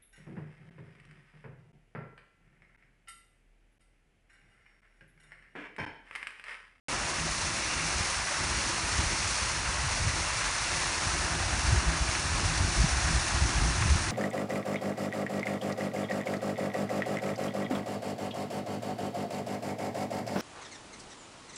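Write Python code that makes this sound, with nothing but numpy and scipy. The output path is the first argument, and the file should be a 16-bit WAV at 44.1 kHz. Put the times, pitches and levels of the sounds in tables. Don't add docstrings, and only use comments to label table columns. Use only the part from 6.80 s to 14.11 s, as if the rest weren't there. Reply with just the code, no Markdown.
import sys
import numpy as np
from scipy import signal
from scipy.fft import rfft, irfft
from scipy.io import wavfile
from scipy.ndimage import uniform_filter1d

SR = 44100
rng = np.random.default_rng(int(sys.argv[2]) if len(sys.argv) > 2 else 0)


def digitize_waveform(pressure):
    field = np.atleast_2d(pressure).T
    bounded = np.clip(field, -1, 1)
    quanta = np.round(bounded * 32767).astype(np.int16)
    wavfile.write(sys.argv[1], SR, quanta)


N = 322371
TIME = np.arange(N) / SR
TURN_S, PADDLES = .585, 8


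def undb(db):
    return 10 ** (np.asarray(db) / 20)


def unit(x):
    return x / np.sqrt(np.mean(x ** 2))


def fader(points):
    return undb(np.interp(TIME, *np.transpose(points)))


def colour(x, points):
    hz, db = np.transpose(points)
    f = np.maximum(np.fft.rfftfreq(N, 1 / SR), 1)
    skirts = np.minimum(f / hz[0], 1) * np.minimum(hz[-1] / f, 1)
    gain = undb(np.interp(np.log(f), np.log(hz), db))
    return unit(irfft(rfft(x) * skirts ** 2 * gain, N))


def switched_colour(x, points, switch_s=4.25):
    tones = np.array(points)
    return np.where(TIME < switch_s, colour(x, tones[:, [0, 1]]), colour(x, tones[:, [0, 2]]))


def wobble(rate_hz):
    hold = max(int(SR / rate_hz), 2)
    steps = np.repeat(rng.standard_normal(N // hold + 2), hold)[rng.integers(hold):][:N]
    return unit(uniform_filter1d(uniform_filter1d(steps, hold), hold // 2))


def add_tail(x, decay_s):
    return signal.lfilter([1], [1, -np.exp(-1 / (decay_s * SR))], x)


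def impacts(per_s, scatter_db):
    return (rng.random(N) < per_s / SR) * undb(scatter_db * np.minimum(rng.standard_normal(N), 2))


def drops(per_s, scatter_db):
    return unit(impacts(per_s, scatter_db) * rng.choice([-1, 1], N))


def bubbles(low_hz, high_hz, per_s, cycles, scatter_db, glide=.11, streams=48):
    out = np.zeros(N)
    for hz in np.geomspace(low_hz, high_hz, streams):
        age = np.arange(int(cycles / hz * SR)) / SR
        life = age * hz / cycles
        ring = np.sin(2 * np.pi * hz * age * (1 + glide * life)) * undb(-40 * life)
        when, strength = rng.random((int(per_s * N / SR / streams), 2)).T
        gains = undb(scatter_db * np.minimum(-np.log(1 - strength), 3))
        starts = (when * (N - len(ring))).astype(int)
        samples = starts[:, None] + np.arange(len(ring))
        out += hz * np.bincount(samples.ravel(), np.outer(gains, ring).ravel(), N)
    return unit(out)


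# freq_hz, gain_db
FLOAT_EQ = [(120, -1), (205, 0.5), (270, -3), (335, 1.7), (380, -2), (440, -8.5), (650, -26)]
# time_s, level_db
FLOAT_RIDE = [(.1, -43.5), (1.1, -44), (1.35, -49.5), (1.6, -44), (2.2, -44.5), (2.9, -49), (3.9, -48.5),
              (4.35, -43.5), (7.3, -42)]


def float_thrum():
    flutter = undb(1.8 * wobble(30))
    return colour(rng.standard_normal(N) * flutter, FLOAT_EQ) * fader(FLOAT_RIDE)


# pitch_hz, gain_db
HUM_PARTIALS = [(160.5, -0.5), (269, -14), (328, -18)]
# time_s, level_db
HUM_RIDE = [(0.45, -36.5), (1.05, -37), (1.6, -45), (2.8, -41.5), (3.9, -43), (4.6, -36), (6.9, -34.5)]


def drive_hum(heaviest_s=.45, swell_s=.04, drift=.01287):
    from_heaviest_s = (TIME - heaviest_s + TURN_S / 2) % TURN_S - TURN_S / 2
    swell = .12 + .88 * np.exp(-.5 * (from_heaviest_s / swell_s) ** 2)
    shaft_time = np.cumsum(1 + drift * wobble(15)) / SR
    hum = sum(undb(db) * np.sin(2 * np.pi * hz * shaft_time) for hz, db in HUM_PARTIALS)
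    return hum * swell * fader(HUM_RIDE)


# time_s, level_db
BREEZE_RIDE = [(.1, -43.5), (.55, -43.5), (.9, -44.5), (1.45, -43.5), (2.1, -42.5), (4.1, -41), (4.6, -35),
               (5.4, -36), (6.3, -35.5), (7.3, -34)]
# centre_s, length_s, level_db
GUST_CUES = [(.5, 0.15, -45), (1.175, 0.065, -44), (1.72, 0.18, -40), (2.193, 0.19, -39),
             (2.434, 0.11, -42), (2.68, 0.12, -39), (3.053, 0.32, -40.5), (3.253, 0.11, -29.5),
             (3.466, 0.19, -42), (4.34, 0.17, -40), (4.92, 0.16, -30), (5.597, 0.17, -34.5),
             (5.846, 0.16, -31), (6.018, 0.11, -28), (6.22, 0.22, -35), (6.368, 0.13, -31.5),
             (6.606, 0.15, -31), (6.85, 0.16, -31), (7.077, 0.22, -32.5)]
# freq_hz, gain_db
RUMBLE_EQ = [(12, -29), (28, -17.5), (42, 2.5), (57, 1.5), (95, -2), (130, -6), (200, -23.5), (300, -22.5),
             (600, -68)]


def wind_rumble(gust_edge_s=.036, flutter_db=2.5):
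    power = fader(BREEZE_RIDE) ** 2
    for centre_s, length_s, db in GUST_CUES:
        blowing = np.clip((length_s / 2 - abs(TIME - centre_s)) / gust_edge_s + .5, 0, 1)
        power += (undb(db) * blowing) ** 2
    turbulence = rng.standard_normal(N) * undb(flutter_db * wobble(30))
    return colour(turbulence, RUMBLE_EQ) * np.sqrt(power)


# centre_s, peak_db, pitch_hz, half_length_cycles
EDDY_CUES = [(.643, -32, 78, .9), (1.164, -28, 66, 0.81), (1.210, -24.5, 78.4, 0.57),
             (1.614, -30, 100, 0.47), (1.669, -32, 85, 0.54), (1.718, -28, 70, 0.75),
             (1.775, -30.5, 66, 1.1), (2.132, -30.5, 92, 1.2), (2.194, -22, 68, .9), (2.24, -28, 95, 0.84),
             (2.269, -26, 60, 0.79), (2.465, -29, 82, 0.81), (2.629, -28, 76, .9), (2.891, -27, 58, 0.86),
             (2.951, -31, 76, 1.1), (3.001, -27.5, 67, 0.9), (3.046, -29.5, 130, 1.1), (3.077, -26, 88, .8),
             (3.123, -28.5, 85, 1.1), (3.222, -28, 62, 1), (3.252, -30.5, 160, 1.2),
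             (3.275, -21.5, 97, 0.96), (3.413, -30, 70, 0.93), (4.272, -24, 86, 0.41), (4.343, -27, 72, .7),
             (4.406, -28, 62, .7), (4.613, -22, 73, 0.47), (4.794, -25, 68, .7), (4.890, -18, 63, 0.94),
             (4.931, -18, 98, 1.2), (4.982, -16.5, 72, 0.64), (5.086, -18, 58, 0.93),
             (5.22, -19.5, 58, 0.86), (5.292, -23, 70, 0.62), (5.523, -25, 80, 1.1), (5.66, -20, 88, 0.76),
             (5.809, -17, 79.6, 0.6), (5.889, -25, 76, 1.1), (6.007, -17, 57.5, 1.3),
             (6.044, -16.5, 159, .7), (6.138, -23, 63, 1.2), (6.249, -23, 61, 0.88), (6.362, -21, 62, 1.5),
             (6.577, -24.5, 72, 1), (6.623, -15, 76, 0.66), (6.772, -20.5, 57.7, 1.2),
             (6.861, -22, 60, 1.4), (6.987, -22.5, 88, 0.68), (7.019, -19.5, 115, 0.78),
             (7.058, -20, 101, 1.2), (7.122, -14.5, 67.5, 1.1), (7.157, -18, 83, 0.55)]


def add_eddies(rumble, rasp_db=-13, roundness=1.35):
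    out = rumble.copy()
    rasp_eq = [(100, 1.5), (170, 0), (250, -15), (450, -31)]
    rasp = undb(rasp_db) * colour(rng.standard_normal(N), rasp_eq)
    for centre_s, db, hz, half_length in EDDY_CUES:
        cycles = (TIME - centre_s) * hz
        near = abs(cycles) < 4
        puff = np.exp(-abs(cycles[near] / half_length) ** roundness)
        thump = undb(db) * (np.sin(2 * np.pi * (cycles[near] + rng.random())) + rasp[near])
        out[near] += puff * (thump - out[near])
    return out


def paddle_flow(surge_decay_s=.072, sheet_decay_s=.0089):
    dips_s = np.arange(0, N / SR, TURN_S / PADDLES)
    timing, force = rng.standard_normal((len(dips_s), 2)).T
    starts = np.clip((dips_s + .005 * timing) * SR, 0, N - 1).astype(int)
    slaps = np.zeros(N)
    slaps[starts] = undb(2.9 * force)
    surge = add_tail(slaps, surge_decay_s)
    sheets = add_tail(impacts(per_s=150, scatter_db=4), sheet_decay_s)
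    power = .87 + .025 * surge / surge.mean() + .5 * sheets / sheets.mean()
    return unit(np.sqrt(power))


# freq_hz, early_db, late_db
POOL_EQ = [(200, -41, -42), (426, -10.5, -15.5), (553, -3.5, -4), (710, -3, -0.5), (900, -5, -5.5),
           (1230, -9.5, -3.5), (2000, -44, -50)]
# time_s, level_db
POOL_RIDE = [(.1, -41.5), (.65, -44), (3.9, -44), (4.35, -42), (7.3, -43.5)]


def churned_pool(flow):
    gurgle = bubbles(380.5, 1195, per_s=900, cycles=10, scatter_db=2)
    wash = undb(8) * rng.standard_normal(N)
    return switched_colour((gurgle + wash) * flow, POOL_EQ) * fader(POOL_RIDE)


# centre_s, level_db, swell_s
FLURRY_CUES = [(.92, -40, .15), (1.2, -45, .14), (2.43, -42, 0.081), (3.96, -42.5, 0.17)]


def bubble_flurries():
    swell = sum(undb(db) * np.exp(-((TIME - s) / swell_s) ** 2) for s, db, swell_s in FLURRY_CUES)
    return swell * bubbles(2000, 2700, per_s=3000, cycles=22, scatter_db=6.5, glide=.05, streams=16)


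# freq_hz, gain_db
SPRAY_EQ = [(2400, -1.5), (3150, -11.5), (3450, -2), (3700, -4), (4050, -1), (4550, -0.2), (4900, -2.5),
            (5300, 1), (6100, 1), (7000, -3), (7650, -6), (8600, -5), (9800, -5), (10500, -14.5)]
# time_s, level_db
SPRAY_RIDE = [(.1, -36.5), (.6, -34.5), (2.5, -33.5), (3.15, -35.5), (3.7, -34.5), (4.8, -34.5),
              (5.05, -35), (5.75, -33.7), (6.2, -34.6), (6.9, -35), (7.3, -35)]


def spray(flow):
    mist = drops(per_s=14000, scatter_db=4.8) + undb(1) * rng.standard_normal(N)
    shimmer = undb(.13 * wobble(17) + .51 * wobble(6))
    return colour(mist * flow ** .8 * shimmer, SPRAY_EQ) * fader(SPRAY_RIDE)


# start_s, boost_db, drain_s
SHEET_CUES = [(.385, 4, 0.015), (.895, 3, .02), (1.468, 2, .03), (2.145, 3.5, .03), (3.5, 2.5, 0.021),
              (3.605, 2.5, .045), (4.38, 0, 0.027), (4.718, 1.5, 0.038), (5.349, 11.5, .0065),
              (5.53, 2.2, 0.021), (6.277, 4.5, .016), (7.0215, 12, 0.0074)]


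def heavy_sheets(attack_s=.0019):
    boost_db = np.zeros(N)
    for start_s, db, drain_s in SHEET_CUES:
        age = TIME - start_s
        boost_db += db * np.clip(age / attack_s, 0, 1) * np.exp(-(age / drain_s) ** 2)
    return undb(boost_db)


# centre_s, gain_db
LULL_CUES = [(.763, -2), (1.454, -5.5), (2.335, -1.5), (3.328, -2.3), (4.263, 0), (7.125, -5), (7.219, -3)]


def lulls(fade_s=.011):
    return undb(sum(db * np.exp(-((TIME - s) / fade_s) ** 2) for s, db in LULL_CUES))


# freq_hz, early_db, late_db
SPLASH_EQ = [(450, -38, -23), (727, -9, -3), (950, 0, -1.5), (1350, 0, -0.1), (1810, -0.5, 0.5),
             (1980, -0.5, -3), (2470, -5, -5), (2720, -2, -3.5), (3270, -9.5, -10.5), (4200, -54, -34)]
# time_s, level_db
SPLASH_RIDE = [(.1, -35.5), (.6, -37.5), (1.6, -35), (3.2, -36), (3.7, -35.5), (4.7, -35), (6.1, -35.5),
               (6.5, -35.5), (7.3, -35)]


def falling_water(flow):
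    patter = drops(per_s=16000, scatter_db=2.6)
    plinks = undb(-8) * bubbles(750, 3200, per_s=3000, cycles=14, scatter_db=.5)
    flutter = undb(.35 * wobble(25))
    splash = switched_colour((patter + plinks) * flow ** .43 * flutter, SPLASH_EQ)
    return splash * fader(SPLASH_RIDE) * heavy_sheets() * lulls()


def scene():
    flow = paddle_flow()
    water = falling_water(flow) + spray(flow) + churned_pool(flow) + bubble_flurries()
    machine = float_thrum() + drive_hum()
    wind = add_eddies(wind_rumble())
    return np.tile(machine + wind + water, (2, 1))


def record(dry, start_s=.084, top_hz=10450):
    lowpass = signal.ellip(10, .2, 80, top_hz, fs=SR, output="sos")
    return signal.sosfilt(lowpass, dry * (TIME >= start_s))


dry = scene()
out = record(dry)
digitize_waveform(out)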